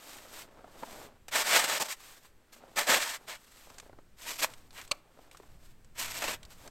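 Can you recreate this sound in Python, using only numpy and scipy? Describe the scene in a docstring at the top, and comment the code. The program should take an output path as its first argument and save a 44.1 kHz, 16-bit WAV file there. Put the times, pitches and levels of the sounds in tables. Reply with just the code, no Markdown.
"""Clearing packed snow on a farm

Close by, a plastic shovel works first beside a barn wall, then at a field gate. The blade grinds over the
crust in uneven pushes of crushed ice grains that ring the scoop, jerks free, and knocks once on the ground.
Sliding hiss swishes as each load swings aside, scattered crumbs and lumps patter down softly,
bits of crust click on the scoop, and faint shaped-noise wind rumbles on the microphone."""
import sys
import numpy as np
from scipy import signal
from scipy.fft import rfft, irfft
from scipy.io import wavfile

SR = 44100
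rng = np.random.default_rng(int(sys.argv[2]) if len(sys.argv) > 2 else 0)


def int16_out(signal):
    """Quantize to a 16-bit WAV file."""
    q = np.round(np.clip(np.atleast_2d(signal).T, -1, 1) * 32767)
    wavfile.write(sys.argv[1], SR, q.astype(np.int16))


N = 295470   # samples, 6.7 s
TIME = np.arange(N) / SR

# resonances of the plastic scoop: pitch_hz (before tuning by the load), level_db (relative)
SCOOP_MODES = [(607.5, -48), (735, -52.5), (906, -42), (1053, -48), (1123, -51), (1254, -46.5),
               (1289, -50.5), (1455, -50.5), (1643, -48.5), (1787, -41.5), (2001, -52.5), (2164, -52),
               (2315, -45.5), (3289, -51.5), (3490, -47), (4032, -44), (4393, -54.5), (4754, -49.5),
               (5256, -48.5), (6981, -53.5)]
# tone of the packed crust by the barn: frequency_hz, level_db (relative)
BARN_CRUST = [(53, -61.5), (90, -29.5), (184, -14.5), (368, -10.5), (593, -0.5), (1190, -2.5), (2230, -0.5),
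              (2890, -3.5), (8000, -10.5), (10100, -16), (12600, -12.5), (16000, -25.5)]
# tone of sliding powder, cloth and snapping crust: frequency_hz, level_db (relative)
SWISH_COLOUR = [(100, -20), (300, 0.5), (1200, 6), (4000, 4), (5800, 1.5), (8000, 0), (9500, -2.5),
                (13000, 0.5), (16000, -11.5)]


def from_db(db):
    """Decibels to gain."""
    return 10 ** (np.asarray(db) / 20)


def rms_one(x):
    """Scale to unit rms."""
    return x / np.sqrt(np.mean(x ** 2) + 1e-20)


def butter(x, hz, kind):
    """Second-order Butterworth filter."""
    return signal.sosfilt(signal.butter(2, hz, kind, fs=SR, output="sos"), x)


def resonate(x, hz, width_hz):
    """One resonance with unit gain at its peak."""
    b, a = signal.iirpeak(hz, hz / width_hz, fs=SR)
    return signal.lfilter(b, a, x)


def colour(x, spectrum, size=4096):
    """Causal (minimum-phase) filter shaped like the spectrum; white noise keeps its power."""
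    hz, db = np.transpose(spectrum)
    bins = np.maximum(np.fft.rfftfreq(size, 1 / SR), 1)
    gain = from_db(np.interp(np.log(bins), np.log(hz), db))
    # folding the cepstrum onto positive times makes the filter causal
    cepstrum = irfft(np.log(gain))
    cepstrum[1:size // 2] *= 2
    cepstrum[size // 2 + 1:] = 0
    response = irfft(np.exp(rfft(cepstrum)))
    return signal.fftconvolve(x, response / np.linalg.norm(response))[:N]


def drift(rate):
    """Smooth random wander of rms 1, with about `rate` turns a second."""
    knots = np.cumsum(rng.uniform(.5, 1.5, N // 20)) / rate - 1
    return rms_one(np.interp(TIME, knots, rng.standard_normal(len(knots))))


def grains(per_s, spread_db):
    """Random fractures of uneven size and either sign; rms 1."""
    sizes = from_db(spread_db * np.minimum(rng.exponential(1, N), 4))
    signs = rng.choice([-1, 1], N)
    happens = rng.random(N) < per_s / SR
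    return rms_one(sizes * signs * happens)


def puff(x, hz):
    """A heavily damped resonance; white noise keeps its power."""
    q = 3
    return resonate(x + 1e-18, hz, hz / q) * np.sqrt(SR * q / (np.pi * hz))


def bursts(rows, attack_s=0):
    """Sudden starts that die away, from rows of start_s, level_db, decay_s (time to fall 60 dB)."""
    power = np.zeros(N)
    age = TIME[:SR // 4]
    attack = np.minimum((age + 1 / SR) / max(attack_s, 1 / SR), 1)
    for start_s, db, decay_s in rows:
        at = int(start_s * SR)
        burst = attack * from_db(db - 60 * age / max(decay_s, .002))
        power[at:at + len(age)] += burst[:N - at] ** 2
    return np.sqrt(power)


def strokes(rows, stop_db_per_s, levels_db=0):
    """Each movement gathers to its peak, changes level as it slides on, then stops; the strongest one leads."""
    rise_power = 1.134
    gain = np.zeros(N)
    for row, more_db in zip(rows, np.broadcast_to(levels_db, len(rows))):
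        peak_s, rise_s, slide_s, db, fade_db = row[:5]
        age = TIME - peak_s
        slide_s = max(slide_s, .001)
        attack = np.clip(1 + age / max(rise_s, .001), 0, 1) ** rise_power
        sliding_db = fade_db * np.clip(age / slide_s, 0, 1)
        stopping_db = stop_db_per_s * np.clip(age - slide_s, 0, .5)
        gain = np.maximum(gain, attack * from_db(db + more_db - sliding_db - stopping_db))
    return gain


def outdoors(air_db, wind_db, gust_db):
    """Still winter air and a little gusty wind on the microphone, both as shaped noise."""
    # tone of the open air: frequency_hz, level_db (relative)
    air_colour = [(20, 19.5), (50, 2), (120, 4), (330, 6.5), (560, 1.5), (750, -2.5), (1600, -2.5),
                  (4000, -10.5), (8000, -15.5), (12500, -14.5), (16000, -22.5)]
    # low rumble of wind on the microphone: frequency_hz, level_db (relative)
    wind_colour = [(8, 8.5), (20, 5.5), (32, -5), (60, -5), (120, -8.5), (250, -19), (600, -48)]
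    # strength of the breeze: time_s, level_db (relative)
    breeze = [(0.0, -82), (0.2, -68), (1.5, -64.5), (1.92, -75.5), (4.83, -62.5), (5.02, -67),
              (5.71, -60.5), (6.31, -59.5), (6.55, -56)]
    breeze_db = wind_db + np.interp(TIME, *np.transpose(breeze)) + gust_db * drift(6)
    wind = from_db(breeze_db) * colour(rng.standard_normal(N), wind_colour)
    air = from_db(air_db) * colour(rng.standard_normal(N), air_colour)
    return wind + air


def yard(x, wet_db, t60):
    """Snow soaks up most sound; walls, fence and trees scatter a faint, dull tail."""
    age = TIME[:SR // 2]
    tail = butter(rng.standard_normal(len(age)), 1800, "low") * from_db(-60 * age / t60)
    tail = tail * (age > .005)   # the first 5 ms stay dry
    return x + from_db(wet_db) * signal.fftconvolve(x, tail / np.linalg.norm(tail))[:N]


def falling_snow(patter_db, lump_db, clump_db, lump_s, dull_db, impact_db):
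    """Crumbs come down in clusters; each lump lands with a dull puff of its own pitch."""
    # showers of loose snow landing or packing under boots:
    # peak_s, rise_s, slide_s, level_db (relative), fade_db (over the slide)
    showers = [ (.17, .4, 0.99, -56.5, 5.5), (.94, 0.34, 0.14, -48, 6), (2.25, 0.21, 0.24, -73, 7),
               (2.66, 0.18, 0.16, -56.5, 6), (3.19, 0.039, 0.15, -60.5, 3.5), (3.78, 0.35, 0.2, -61, 9),
               (4.48, 0.022, 0.12, -56, 15), (4.82, 0.78, .13, -65, 1), (5.33, 0.72, 0.63, -63.5, 14.5),
               (6.42, 0.027, 0.21, -63.5, 5), (6.68, 0.1, 0.015, -48.5, 27)]
    # larger lumps landing: start_s, level_db (relative), pitch_hz
    lump_landings = [(0.185, -50, 1070), (.59, -45.5, 596), (0.643, -42, 684), (.678, -45.5, 573),
                     (.825, -34, 443), (0.833, -31.5, 970), (1.017, -43.5, 680), (2.248, -47.5, 1100),
                     (2.637, -47, 696), (2.705, -54, 740), (3.671, -46.5, 523), (3.701, -44, 950),
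                     (3.827, -49, 420), (3.863, -48, 415), (3.895, -46.5, 560), (3.929, -44.5, 417),
                     (3.987, -44.5, 570), (5.174, -51, 522), (5.19, -45.5, 473), (5.347, -43.5, 1330),
                     (5.4, -46, 410), (5.432, -48, 920)]
    # tone of soft snow: frequency_hz, level_db (relative)
    soft_snow = [(80, -16), (160, -8.5), (250, -1.5), (420, -2.5), (600, 0), (800, -3), (1300, -7.5),
                 (2000, -15.5), (4000, -22), (16000, -50.5)]
    clusters = from_db(patter_db + clump_db * drift(80)) * strokes(showers, stop_db_per_s=449)
    crumbs = clusters * grains(per_s=900, spread_db=1.4)
    packing = grains(per_s=14000, spread_db=3.1)
    lumps = 0
    for start_s, db, pitch_hz in lump_landings:
        landing = bursts([(start_s, db, lump_s)]) * packing
        landing[int(start_s * SR)] += from_db(db + impact_db)   # first contact
        lumps = lumps + from_db(lump_db) * puff(landing, pitch_hz)
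        crumbs = crumbs + from_db(dull_db) * landing
    return colour(crumbs, soft_snow) + butter(lumps, 1900, "low")


def swish(level_db, flutter_db, crystal_db):
    """Powder and cloth slide with a fine hiss; single crystals tick in it."""
    # swings of the shovel and body, with sliding snow and cloth, and a brief bright hiss after the knock at
    # 4.935 s: # peak_s, rise_s, slide_s, level_db (relative), fade_db (over the slide; negative grows)
    swings = [ (.11, 0.27, 0.26, -50, 12), (.39, 0.14, 0.038, -45, 6), (.48, .05, 0.36, -75.5, -6),
              (.92, 0.29, 0.14, -52.5, 3.5), (2.06, .17, 0.12, -54, 2.5), (2.255, .08, 0.021, -58.5, 4),
              (2.53, 0.014, 0.064, -55.5, 12), (2.7, 0.31, 0.07, -70.5, -7), (3.19, .05, 0.23, -67, -5.5),
              (3.61, 0.35, 0.27, -57, 11.5), (4.475, 0.017, 0.26, -54, 22.5),
              (4.78, 0.074, 0.11, -53, 11.5), (4.935, .015, 0.062, -63, 12), (5.23, 0.21, .05, -68, 4),
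              (5.33, 0.018, 0.29, -63, 14), (5.5, 0.053, .06, -71.5, 3), (5.66, .09, 0.059, -63.5, 4),
              (6.38, 0.044, 0.092, -74.5, 7), (6.52, .035, .04, -54, 18), (6.665, 0.23, .012, -55.5, 9)]
    crystals = from_db(crystal_db) * grains(per_s=150, spread_db=6.0)
    hiss = grains(per_s=18000, spread_db=1.5) + crystals
    flutter = from_db(level_db + flutter_db * drift(90))
    return flutter * strokes(swings, stop_db_per_s=449) * colour(hiss, SWISH_COLOUR)


def knock(level_db, tail_db, tail_s):
    """A very faint, brief burst of noise leads in; then the edge hits hard ground three times within a few
    milliseconds; a dull puff follows."""
    # a faint lead-in, then contacts of the edge with frozen ground: start_s, level_db (relative), decay_s
    contacts = [(4.909, -55, 0.035), (4.9122, -24.5, 0.029), (4.9150, -19.5, 0.023), (4.918, -19.5, 0.015)]
    # tone of the struck blade: frequency_hz, level_db (relative)
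    knock_colour = [(100, -9), (450, -11), (590, 7.5), (760, -20), (950, 1), (1280, 0.5), (1550, -16),
                    (1950, -18), (2300, -0.5), (3700, -4), (4400, 5.5), (5400, -9), (8300, -9),
                    (16000, -30)]
    hits = colour(bursts(contacts) * grains(per_s=23000, spread_db=2), knock_colour)
    dull_noise = rms_one(butter(rng.standard_normal(N), [600, 1400], "band"))
    tail = bursts([(contacts[-1][0], tail_db, tail_s)]) * dull_noise
    return from_db(level_db) * hits + tail


def snaps(level_db, top_hz, attack_s, decay_s, tick_db):
    """Each piece of crust breaks in a short volley of cracks, with a faint pitch of its own."""
    # small bits of crust clicking on the scoop: start_s, level_db (relative), pitch_hz
    crust_bits = [(.184, -41.5, 2000), (.4188, -40, 3000), (3.701, -43.5, 5500), (3.743, -48.5, 5000),
                  (3.783, -36, 6460), (3.799, -37, 6740), (4.358, -41, 7000), (4.5368, -38.5, 3700),
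                  (4.7068, -44.5, 4000), (4.814, -37, 1970), (4.8488, -46, 3200), (4.8765, -43.5, 7800),
                  (5.3128, -43, 2500), (5.348, -50, 2200), (5.3708, -42.5, 7000), (5.846, -52, 7040),
                  (6.4303, -40.5, 3500), (6.451, -43.5, 5020), (6.6758, -39.5, 4930)]
    fractures = grains(per_s=20000, spread_db=3.0)
    cracks = 0
    for start_s, db, pitch_hz in crust_bits:
        volley = bursts([(start_s, db, decay_s)], attack_s) * fractures
        cracks = cracks + volley + from_db(tick_db) * puff(volley, pitch_hz)
    return from_db(level_db) * butter(colour(cracks, SWISH_COLOUR), [900, min(top_hz, .45 * SR)], "band")


def catches(level_db, attack_s):
    """The edge catches on ice and breaks through: short, dense bursts of fractures as it jerks free."""
    # moments of breaking free: start_s, level_db (relative), decay_s
    jerks = [(1.282, -28.5, 0.055), (1.562, -10.5, 0.14), (1.641, -12.5, 0.069), (1.81, -26, 0.037),
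             (1.885, -28, 0.088), (1.923, -35, 0.069), (2.761, -31, 0.08), (2.869, -19, 0.05),
             (3.282, -32, 0.065), (4.389, -43, 0.13), (4.444, -8, 0.022), (4.776, -34, 0.06),
             (6.22, -20.5, 0.081), (6.239, -21.5, 0.21)]
    fractures = bursts(jerks, attack_s) * grains(per_s=15000, spread_db=-2.5)
    return from_db(level_db) * colour(fractures, BARN_CRUST)


def blade(force, ring_db, pitch, width_hz=24, loss=0.006, shift_db=3):
    """The scoop rings at its modes, each driven more or less as the contact point moves; power is kept."""
    out = force.copy()
    strongest = max(db for hz, db in SCOOP_MODES)
    for hz, db in SCOOP_MODES:
        drive = from_db(ring_db + db - strongest + shift_db * drift(25))
        # higher modes lose energy faster, so they are wider
        out += resonate(drive * force + 1e-18, hz * pitch, pitch * (width_hz + loss * hz))
    return out * np.std(force) / np.std(out)


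def ring_on(x, pitch, level_db, width_hz=13):
    """The scoop keeps ringing for a moment after it leaves the ground."""
    strongest = max(db for hz, db in SCOOP_MODES)
    rings = 0
    for hz, db in SCOOP_MODES:
        rings = rings + from_db(db - strongest) * resonate(x + 1e-18, hz * pitch, pitch * width_hz)
    return x + from_db(level_db) * rings


def scrape(pushes, crust, pitch, per_s, spread_db, judder_db, ring_db, after_db,
           boom_db, rasp_db, grit_db, crunch_db, patchy_db):
    """The edge crushes thousands of ice grains a second, catching and slipping; the scoop radiates them."""
    push_boom_db, push_grit_db = np.transpose(pushes)[-2:]
    catching = from_db(judder_db * drift(130))
    crunch = from_db(crunch_db) * grains(per_s=450, spread_db=2.0)   # fewer, larger lumps give way too
    crushing = grains(per_s, spread_db) + crunch
    radiated = colour(blade(crushing, ring_db, pitch), crust)

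    def crushed(hz, kind, levels_db):
        """One range of grain sizes, following the pushes but also coming and going on its own."""
        band = signal.sosfiltfilt(signal.butter(2, hz, kind, fs=SR, output="sos"), radiated)
        patches = from_db(patchy_db * drift(70))
        return rms_one(band) * patches * strokes(pushes, stop_db_per_s=998.5, levels_db=levels_db)

    # a deep bite flexes the whole scoop, a light skim leaves mostly grit
    boom = crushed(850, "low", boom_db + push_boom_db)
    rasp = crushed([850, 4200], "band", rasp_db)
    grit = crushed(4170, "high", grit_db + push_grit_db)
    return ring_on(catching * (boom + rasp + grit), pitch, after_db)


def gate_scrape():
    """At the field gate the scoop carries a light load, so its modes ring a little higher."""
    # pushes of the blade: peak_s, rise_s, slide_s, level_db (relative), fade_db (over the slide),
    # boom_db (of the scoop, relative), grit_db (icy, relative)
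    pushes = [ (4.236, 0.073, .035, -49, 1.5, -8, 2), (4.296, 0.055, 0.076, -37.5, 11.8, -9.5, 0.5),
              (4.398, 0.025, 0.012, -38, .5, -12, 4.5), (4.434, 0.026, 0.0061, -25.3, 0.83, -9, -0.5),
              (4.785, 0.051, 0.036, -44.5, 3.8, -24.5, -12), (6.0, 0.033, 0.034, -35, .5, -14.5, 1),
              (6.04, 0.097, 0.053, -38, 5.5, -14, -2.5), (6.11, 0.035, .03, -42, 4.7, -11, 2.5),
              (6.17, 0.07, 0.051, -39, 3.5, -10.5, -0.5), (6.228, 0.017, 0.023, -35.5, 1.8, -5.5, -8),
              (6.285, 0.033, 0.061, -32, 7.2, -7.5, -3.5)]
    # tone of the crust at the gate: frequency_hz, level_db (relative)
    crust = [(88, -35), (150, -13), (290, -3.5), (398, -6), (484, -2.5), (545, -3), (624, 2.5), (854, -3.5),
             (941, 3), (1170, -1), (2270, 2), (4080, -6.5), (8070, -14), (9820, -19), (12700, -13),
             (16000, -31)]
    return scrape(pushes, crust, pitch=1.046, per_s=17000, spread_db=1.5, judder_db=1.0,
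                  ring_db=-17.5, after_db=-11, boom_db=-2.5, rasp_db=-5.5, grit_db=-3,
                  crunch_db=-5, patchy_db=1.28)


def barn_scrape():
    """Beside the barn wall the scoop carries a heavy load and its modes keep their listed pitch."""
    # pushes of the blade: peak_s, rise_s, slide_s, level_db (relative), fade_db (over the slide),
    # boom_db (of the scoop, relative), grit_db (icy, relative)
    pushes = [ (1.36, 0.051, 0.064, -25, 3.5, -13, -4.5), (1.486, 0.064, 0.033, -28, 0, -10.5, -3.5),
              (1.56, .11, 0.11, -20, 15.5, -13, -4.5), (1.70, 0.063, 0.079, -29, 1.5, -10, -4),
              (1.816, 0.023, 0.0088, -30.5, 1, -2, 2), (1.864, 0.047, 0.013, -39, 8, -8, -1),
              (1.926, 0.067, 0.0054, -36, 4, -19, 0.5), (2.789, 0.034, 0.095, -25.5, 23.5, -9.5, -4),
              (2.904, 0.045, 0.078, -21, 5, -8, -5.5), (3.022, 0.075, 0.14, -30.5, 9.5, -16, -4),
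              (3.298, 0.031, 0.063, -37.5, 9.5, -14, -6.5)]
    return scrape(pushes, BARN_CRUST, pitch=1, per_s=16000, spread_db=2.5, judder_db=1.13,
                  ring_db=-2.5, after_db=-10.5, boom_db=-1.7, rasp_db=-5.5, grit_db=-3.0,
                  crunch_db=-7.5, patchy_db=0.02)


def scene():
    """Shovel and snow sound in the yard, with air and wind added at the microphone; one channel."""
    background = outdoors(air_db=-66.0, wind_db=5.5, gust_db=2.35)
    snow = falling_snow(patter_db=-1.5, lump_db=-6.0, clump_db=2.0, lump_s=0.037, dull_db=-7.5, impact_db=4)
    snow = snow + swish(level_db=-0.7, flutter_db=1.6, crystal_db=-13)
    shovel = knock(level_db=-1.8, tail_db=-37, tail_s=0.059)
    shovel = shovel + snaps(level_db=-6.5, top_hz=11150, attack_s=0.00034, decay_s=0.032, tick_db=-10)
    shovel = shovel + catches(level_db=-10.5, attack_s=0.00066)
    shovel = shovel + gate_scrape() + barn_scrape()
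    return yard(shovel + snow, wet_db=-28.5, t60=0.36)[None] + background


def record(dry):
    """The microphone port lifts one treble band and hollows the next; the top is cut."""
    cutoff_hz = 15900
    lifted = dry + 0.85 * resonate(dry, hz=8100, width_hz=1500)
    hollowed = lifted - 0.48 * resonate(lifted, hz=9900, width_hz=1900)
    return signal.sosfilt(signal.ellip(12, .1, 80, cutoff_hz, fs=SR, output="sos"), hollowed)


dry = scene()
out = record(dry)
int16_out(out)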